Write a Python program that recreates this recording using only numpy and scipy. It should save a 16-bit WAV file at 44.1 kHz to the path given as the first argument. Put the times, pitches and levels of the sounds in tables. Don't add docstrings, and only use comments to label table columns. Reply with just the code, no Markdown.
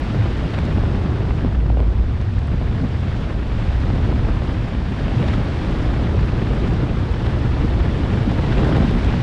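import sys
import numpy as np
from scipy import signal
from scipy.fft import rfft, irfft, next_fast_len
from scipy.io import wavfile
from scipy.ndimage import uniform_filter1d

SR = 44100
rng = np.random.default_rng(int(sys.argv[2]) if len(sys.argv) > 2 else 0)


def put_to_file(sound):
    columns = np.atleast_2d(sound).T
    safe = np.clip(columns, -1, 1)
    whole_steps = np.round(safe * 32767)
    wavfile.write(sys.argv[1], SR, whole_steps.astype(np.int16))


N = 406602

# start_s, gate_peak_db
TICKS = [(0.5474, -49), (0.5875, -38), (0.652, -40), (1.802, -46), (2.213, -42), (2.39, -42), (2.4723, -42),
         (3.8236, -48), (5.3294, -47), (6.2092, -43), (6.735, -46), (8.6453, -36), (8.765, -35),
         (8.91, -39), (9.046, -37)]
# frequency_hz, relative_density_db
TICK_SPECTRUM = [(1500, -12), (3500, 11), (6000, -2), (8000, -5), (10000, -15), (14000, -38)]
# start_s, thud_peak_db, crack_re_thud_db
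FLAPS = [(0.145, -18, -18), (0.256, -20, -16), (0.546, -28, 10), (0.587, -32, 13), (0.782, -19, -20),
         (0.836, -16.5, -22), (1.205, -21, -24), (1.447, -18, -26), (1.48, -24, -12), (1.659, -23, -35),
         (1.701, -16, -15), (1.771, -14.5, -22), (1.793, -19, -22), (1.8025, -13.5, -10), (1.811, -22, -28),
         (2.835, -22, -25), (3.829, -28, -25), (3.902, -17, -24), (4.126, -17, -27), (4.268, -24, -30),
         (4.42, -17.5, -18), (5.041, -24, -1), (5.081, -16, -4), (5.227, -23, 6), (5.296, -20, -10),
         (5.333, -31, 2), (5.996, -17, -20), (8.316, -16, -20), (8.434, -17, -13), (8.519, -30, 3),
         (8.581, -24, 11), (8.634, -13, -13), (8.669, -15, -20), (8.692, -12, -13), (8.716, -15, -18),
         (8.762, -13, -13), (8.769, -14, -17), (8.781, -11, -18), (8.831, -15.5, -18), (8.912, -18, -13),
         (8.972, -21, -22), (9.047, -15, -8), (9.125, -21, 4)]
# frequency_hz, relative_density_db
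TURBULENCE = [(12, -22), (30, -9), (56, -1), (80, -3), (115, -4), (200, -7), (500, -22), (1000, -28.5),
              (1750, -32.5), (2050, -35), (3600, -40.5), (4300, -47), (5400, -53.5), (6300, -59.5),
              (8300, -65), (10500, -73), (14500, -92.5)]
EDDY_EDGES_HZ = [67, 130, 260, 530, 1500, 4300]
EVENNESS = [0.2, 0.22, 0.13, 0.19, 0.13, .06, .08]
# frequency_hz, all_bands_db, neighbours_db, own_band_db
GUST_DEPTHS = [(60, 1.3, -0.5, 1), (238, 2.14, 1.1, 0.74), (600, 1.5, 1.9, 0.6), (1200, 2.33, 0, 0.2),
               (2200, 2.4, -0.7, 1), (4000, 0.85, 0.4, 0.3), (12000, -0.5, 0.7, .5)]
# time_s, thrum_db, rumble_db
BASS = [(0.0, -25, -32), (0.2, -29, -16.5), (0.34, -21.5, -27.5), (0.7, -28, -19), (0.84, -22, -21.5),
        (1.1, -27, -21.5), (1.5, -23, -21.5), (1.58, -17, -28.5), (1.72, -16, -22.5), (1.89, -33, -22),
        (1.94, -14, -22), (2.16, -23, -21), (2.86, -22.5, -23.5), (2.98, -33, -20), (3.18, -23, -22.5),
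        (3.42, -22.5, -26), (4.06, -19.5, -18.5), (4.94, -27.5, -26.5), (5.12, -21.5, -20.5),
        (5.22, -27, -22), (5.36, -18.5, -19.5), (5.52, -24, -23.5), (5.72, -19.5, -24.5),
        (6.12, -24, -18.5), (6.56, -20.5, -22), (7.3, -25, -19), (7.64, -18.5, -21.5), (8.46, -24.5, -20.5),
        (8.58, -17, -19), (8.7, -25.5, -18.5), (8.98, -16.5, -23.5), (9.12, -19, -20.5), (9.2, -25, -18)]
# time_s, growl_db
GROWL = [(0.0, -28), (0.38, -30), (0.44, -21.5), (0.51, -31.5), (0.72, -21), (0.82, -30), (0.84, -26),
         (2.23, -32.5), (2.72, -28.5), (2.85, -21), (2.87, -30.5), (3.16, -27), (3.39, -31), (3.72, -27.5),
         (3.75, -39), (3.85, -25.5), (4.78, -28.5), (5.39, -25.5), (5.44, -26.5), (6.62, -26), (6.7, -19.5),
         (6.88, -32), (6.91, -23), (7.14, -32.5), (7.21, -28), (8.45, -23.5), (8.86, -19.5), (9.07, -26.5),
         (9.17, -16), (9.22, -28.5)]
# time_s, level_db
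WAKE = [(0.0, -29.5), (1.24, -25.5), (1.46, -31.5), (1.56, -30.5), (1.8, -27.5), (1.92, -29.5), (2.34, -35),
        (2.82, -29), (2.94, -32), (3.18, -30.5), (3.72, -31.5), (3.92, -27.5), (4.06, -27), (4.84, -32.5),
        (5.22, -27.5), (5.9, -25.5), (6.7, -25), (7.04, -27.5), (7.64, -26), (8.48, -25), (8.7, -19.5),
        (8.96, -26.5), (9.06, -25), (9.2, -27.5)]
# time_s, level_db
FLOW = [(0.0, -38.5), (0.58, -38.5), (1.18, -42), (1.4, -43), (1.68, -48), (3.22, -40.5), (3.4, -44),
        (3.62, -39.5), (4.5, -40.5), (4.82, -41.5), (5.3, -35.5), (5.44, -38.5), (5.7, -37), (6.16, -39.5),
        (6.68, -38), (6.86, -40.5), (7.3, -39.0), (8.4, -37), (8.6, -34.5), (9.2, -35)]
# centre_s, roar_change_db, hiss_change_db,
# length_s (full width at 1/e)
LEVEL_CHANGES = [(0.15, 1, 0, 0.026), (0.262, 14, 1.7, 0.011), (0.541, -2, 7, 0.01), (0.586, 6, 3, 0.011),
                 (1.387, 6, 5, 0.033), (1.453, 11, 1.5, 0.043), (1.698, 10, 5, 0.013),
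                 (1.811, 5.5, 0, 0.015), (2.18, 8.5, -2, 0.032), (2.544, 7, 1.2, 0.021),
                 (2.834, 9, -3, 0.021), (3.622, 0, 1, 0.018), (3.938, 12, -3, 0.0083),
                 (4.056, -2, 2, 0.024), (4.118, 4, -1, 0.019), (4.286, 11.5, 3, 0.017),
                 (4.495, 3, 3.2, 0.071), (4.686, 5, 7, 0.017), (4.994, 1, 6, 0.018), (5.21, 8, -1, 0.048),
                 (5.286, 2, 9, 0.015), (5.337, 3.5, 11, 0.012), (5.697, -1, 1, 0.016),
                 (5.877, -6, 4, 0.015), (6.51, 6, -2, 0.019), (6.835, 11.5, 1, 0.017),
                 (7.267, 2.6, 10, 0.013), (7.311, -3, 4, 0.03), (7.649, 10, -1, 0.018),
                 (8.143, 1.5, 2, 0.05), (8.528, -4, 9, 0.014), (8.592, 1.5, 3.3, 0.023),
                 (8.77, 6, 4, 0.016), (8.963, 9, -4, 0.033)]
# base_level_db, flow_share, wake_share, roar_share, hiss_share
SMALL_EDDIES = [(-32, 0.076, 0.98, 0.83, 0.02), (-36, 0.46, 0.4, 0.21, 0.56), (-40.5, 0.8, .05, 0.02, 0.59),
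                (-53.5, 0.73, 0.054, 0.02, 0.27)]

TICK_BURST_S, FLAP_BURST_S = 0.002, 0.0029
SNAP_DB = 31
LOCK_START_S, LOCK_ATTACK_S, LOCK_HOLD_S, LOCK_RELEASE_S = 1.575, 0.04, 0.29, 0.044
LOCK_HZ, LOCK_WAVER_HZ = 57.3, 2.5
LOCK_RMS_DB, LOCK_WAVER_DB = -16, 1
LOCK_OCTAVE_DB = -18
THRUM_YIELD_DB = 7
GROWL_ROAR_SHARE = 0.68
ROUNDING_LEVEL = 0.69
STOPBAND_HZ = 15300


def from_db(db):
    return 10 ** (np.asarray(db) / 20)


def rms_one(x):
    return x / np.sqrt(np.mean(x ** 2) + 1e-20)


def at_hz(points, hz):
    centre_hz, *columns = np.transpose(points)
    return np.squeeze([np.interp(np.log(hz), np.log(centre_hz), c) for c in columns])


def in_time(rows):
    time_s, *columns = np.transpose(rows)
    return [np.interp(np.arange(N) / SR, time_s, c) for c in columns]


def drift(rate_hz):
    step = 40
    pole = np.exp(-2 * np.pi * rate_hz * step / SR)
    noise = rng.standard_normal(N // step + 2002)
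    slow = signal.lfilter([1], [1, -2 * pole, pole * pole], noise)[2000:]
    return np.interp(np.arange(N) / step, np.arange(len(slow)), rms_one(slow))


def gust(rate_hz, longest_s=0.16, skew=0.31):
    swing = drift(rate_hz)
    swing = rms_one(swing - uniform_filter1d(swing, int(longest_s * SR)))
    return swing + skew * (swing ** 2 - 1)


def coloured_noise(spectrum):
    size = next_fast_len(N)
    hz = np.maximum(np.arange(size // 2 + 1) * SR / size, 1)
    white = rfft(rng.standard_normal(size))
    return hz, white * from_db(at_hz(spectrum, hz))


def burst(length_s):
    t = 2 * np.arange(int(8 * length_s * SR) + 2) / SR / length_s
    return t * np.exp(1 - t)


def ticks():
    gate = np.zeros(N + SR)
    shape = burst(TICK_BURST_S)
    for start_s, peak_db in TICKS:
        first = int(start_s * SR)
        gate[first:first + len(shape)] += from_db(peak_db) * shape
    _, spectrum = coloured_noise(TICK_SPECTRUM)
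    return gate[:N] * rms_one(irfft(spectrum)[:N])


def flaps():
    out = np.zeros(N + SR)
    puffs = rng.standard_normal((len(FLAPS), 8000))
    thud_band = signal.butter(2, [260, 755], "band", fs=SR, output="sos")
    crack_band = signal.butter(2, [1000, 2900], "band", fs=SR, output="sos")
    soft = signal.butter(5, 3840, fs=SR, output="sos")
    shape = burst(FLAP_BURST_S)
    for (start_s, thud_db, crack_db), puff in zip(FLAPS, puffs):
        puff = puff * np.pad(shape, (0, len(puff) - len(shape)))
        snap_sign = np.sign(puff[1])
        puff[np.argmax(shape) // 2] += from_db(SNAP_DB) * snap_sign
        thud, crack = (signal.sosfilt(np.vstack([band, soft]), puff) for band in (thud_band, crack_band))
        thud = thud / np.abs(thud).max()
        crack = crack / np.abs(crack).max()
        first = int(start_s * SR)
        out[first:first + len(puff)] += from_db(thud_db) * (thud + from_db(crack_db) * crack)
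    return out[:N]


def lock():
    corners_s = LOCK_START_S + np.cumsum([0, LOCK_ATTACK_S, LOCK_HOLD_S, LOCK_RELEASE_S])
    return np.interp(np.arange(N) / SR, corners_s, [0, 1, 1, 0])


def locked_shedding():
    pitch_hz = LOCK_HZ + LOCK_WAVER_HZ * drift(5.8)
    phase = 2 * np.pi * (np.cumsum(pitch_hz) / SR + rng.random())
    tone = np.sin(phase) - from_db(LOCK_OCTAVE_DB) * np.cos(2 * phase)
    level_db = LOCK_RMS_DB + LOCK_WAVER_DB * drift(3.2)
    return np.sqrt(2) * lock() * from_db(level_db) * tone


def level_changes():
    t = np.arange(0, N / SR, 0.001)
    centre_s, roar_db, hiss_db, length_s = np.transpose(LEVEL_CHANGES)
    bells = np.exp(-(2 * (t[:, None] - centre_s) / length_s) ** 2)
    return in_time(np.c_[t, bells @ roar_db, bells @ hiss_db])


def eddy_levels():
    (flow,), (wake,), (growl,) = in_time(FLOW), in_time(WAKE), in_time(GROWL)
    thrum, rumble = in_time(BASS)
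    roar, hiss = level_changes()
    flow_swing = flow - flow.mean()
    wake_swing = wake - wake.mean()
    levels = [thrum - THRUM_YIELD_DB * lock(), rumble, growl + GROWL_ROAR_SHARE * roar]
    for base_db, flow_share, wake_share, roar_share, hiss_share in SMALL_EDDIES:
        steady = base_db + flow_share * flow_swing + wake_share * wake_swing
        levels.append(steady + roar_share * roar + hiss_share * hiss)
    return levels


def even_out(x, share, span_s=0.011):
    span = int(span_s * SR)
    power = uniform_filter1d(uniform_filter1d(x ** 2, span), span)
    return x / (power + 0.022 * np.mean(x ** 2)) ** (np.clip(share, 0, 1) / 2)


def airstream():
    hz, noise = coloured_noise(TURBULENCE)
    centres_hz = 14 * 2 ** np.arange(0, 10.5, 0.5)
    place = np.interp(np.log(hz), np.log(centres_hz), np.arange(len(centres_hz)))
    shared = 0.26 * gust(25) + 0.54 * gust(65)
    near = [gust(34) for _ in range(len(centres_hz) // 2 + 2)]
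    sizes = np.zeros((len(EDDY_EDGES_HZ) + 1, N))
    for k, centre_hz in enumerate(centres_hz):
        window = np.cos(np.pi / 2 * np.clip(place - k, -1, 1)) ** 2
        band = irfft(noise * window)[:N]
        shared_db, near_db, own_db = at_hz(GUST_DEPTHS, centre_hz)
        neighbours = (near[k // 2] + near[(k + 1) // 2]) / 2
        gain = from_db(shared_db * shared + near_db * neighbours + own_db * gust(25))
        sizes[np.searchsorted(EDDY_EDGES_HZ, centre_hz)] += band * rms_one(gain)
    evened = [even_out(x, share) for x, share in zip(sizes, EVENNESS)]
    return sum(rms_one(x) * from_db(db) for x, db in zip(evened, eddy_levels()))


def scene():
    return (airstream() + locked_shedding() + flaps() + ticks())[None]


def record(dry):
    smooth = np.exp(-1 / (0.027 * SR))
    power = signal.lfilter([1 - smooth], [1, -smooth], dry ** 2, zi=[[0.015]])[0]
    over_db = 10 * np.log10(power + 1e-9) + 12
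    squeezed = dry * from_db(-0.25 * np.maximum(over_db, 0))
    rounded = ROUNDING_LEVEL * np.tanh(squeezed / ROUNDING_LEVEL)
    low_pass = signal.cheby2(12, 60, STOPBAND_HZ, fs=SR, output="sos")
    return signal.sosfilt(low_pass, rounded)


dry = scene()
out = record(dry)
put_to_file(out)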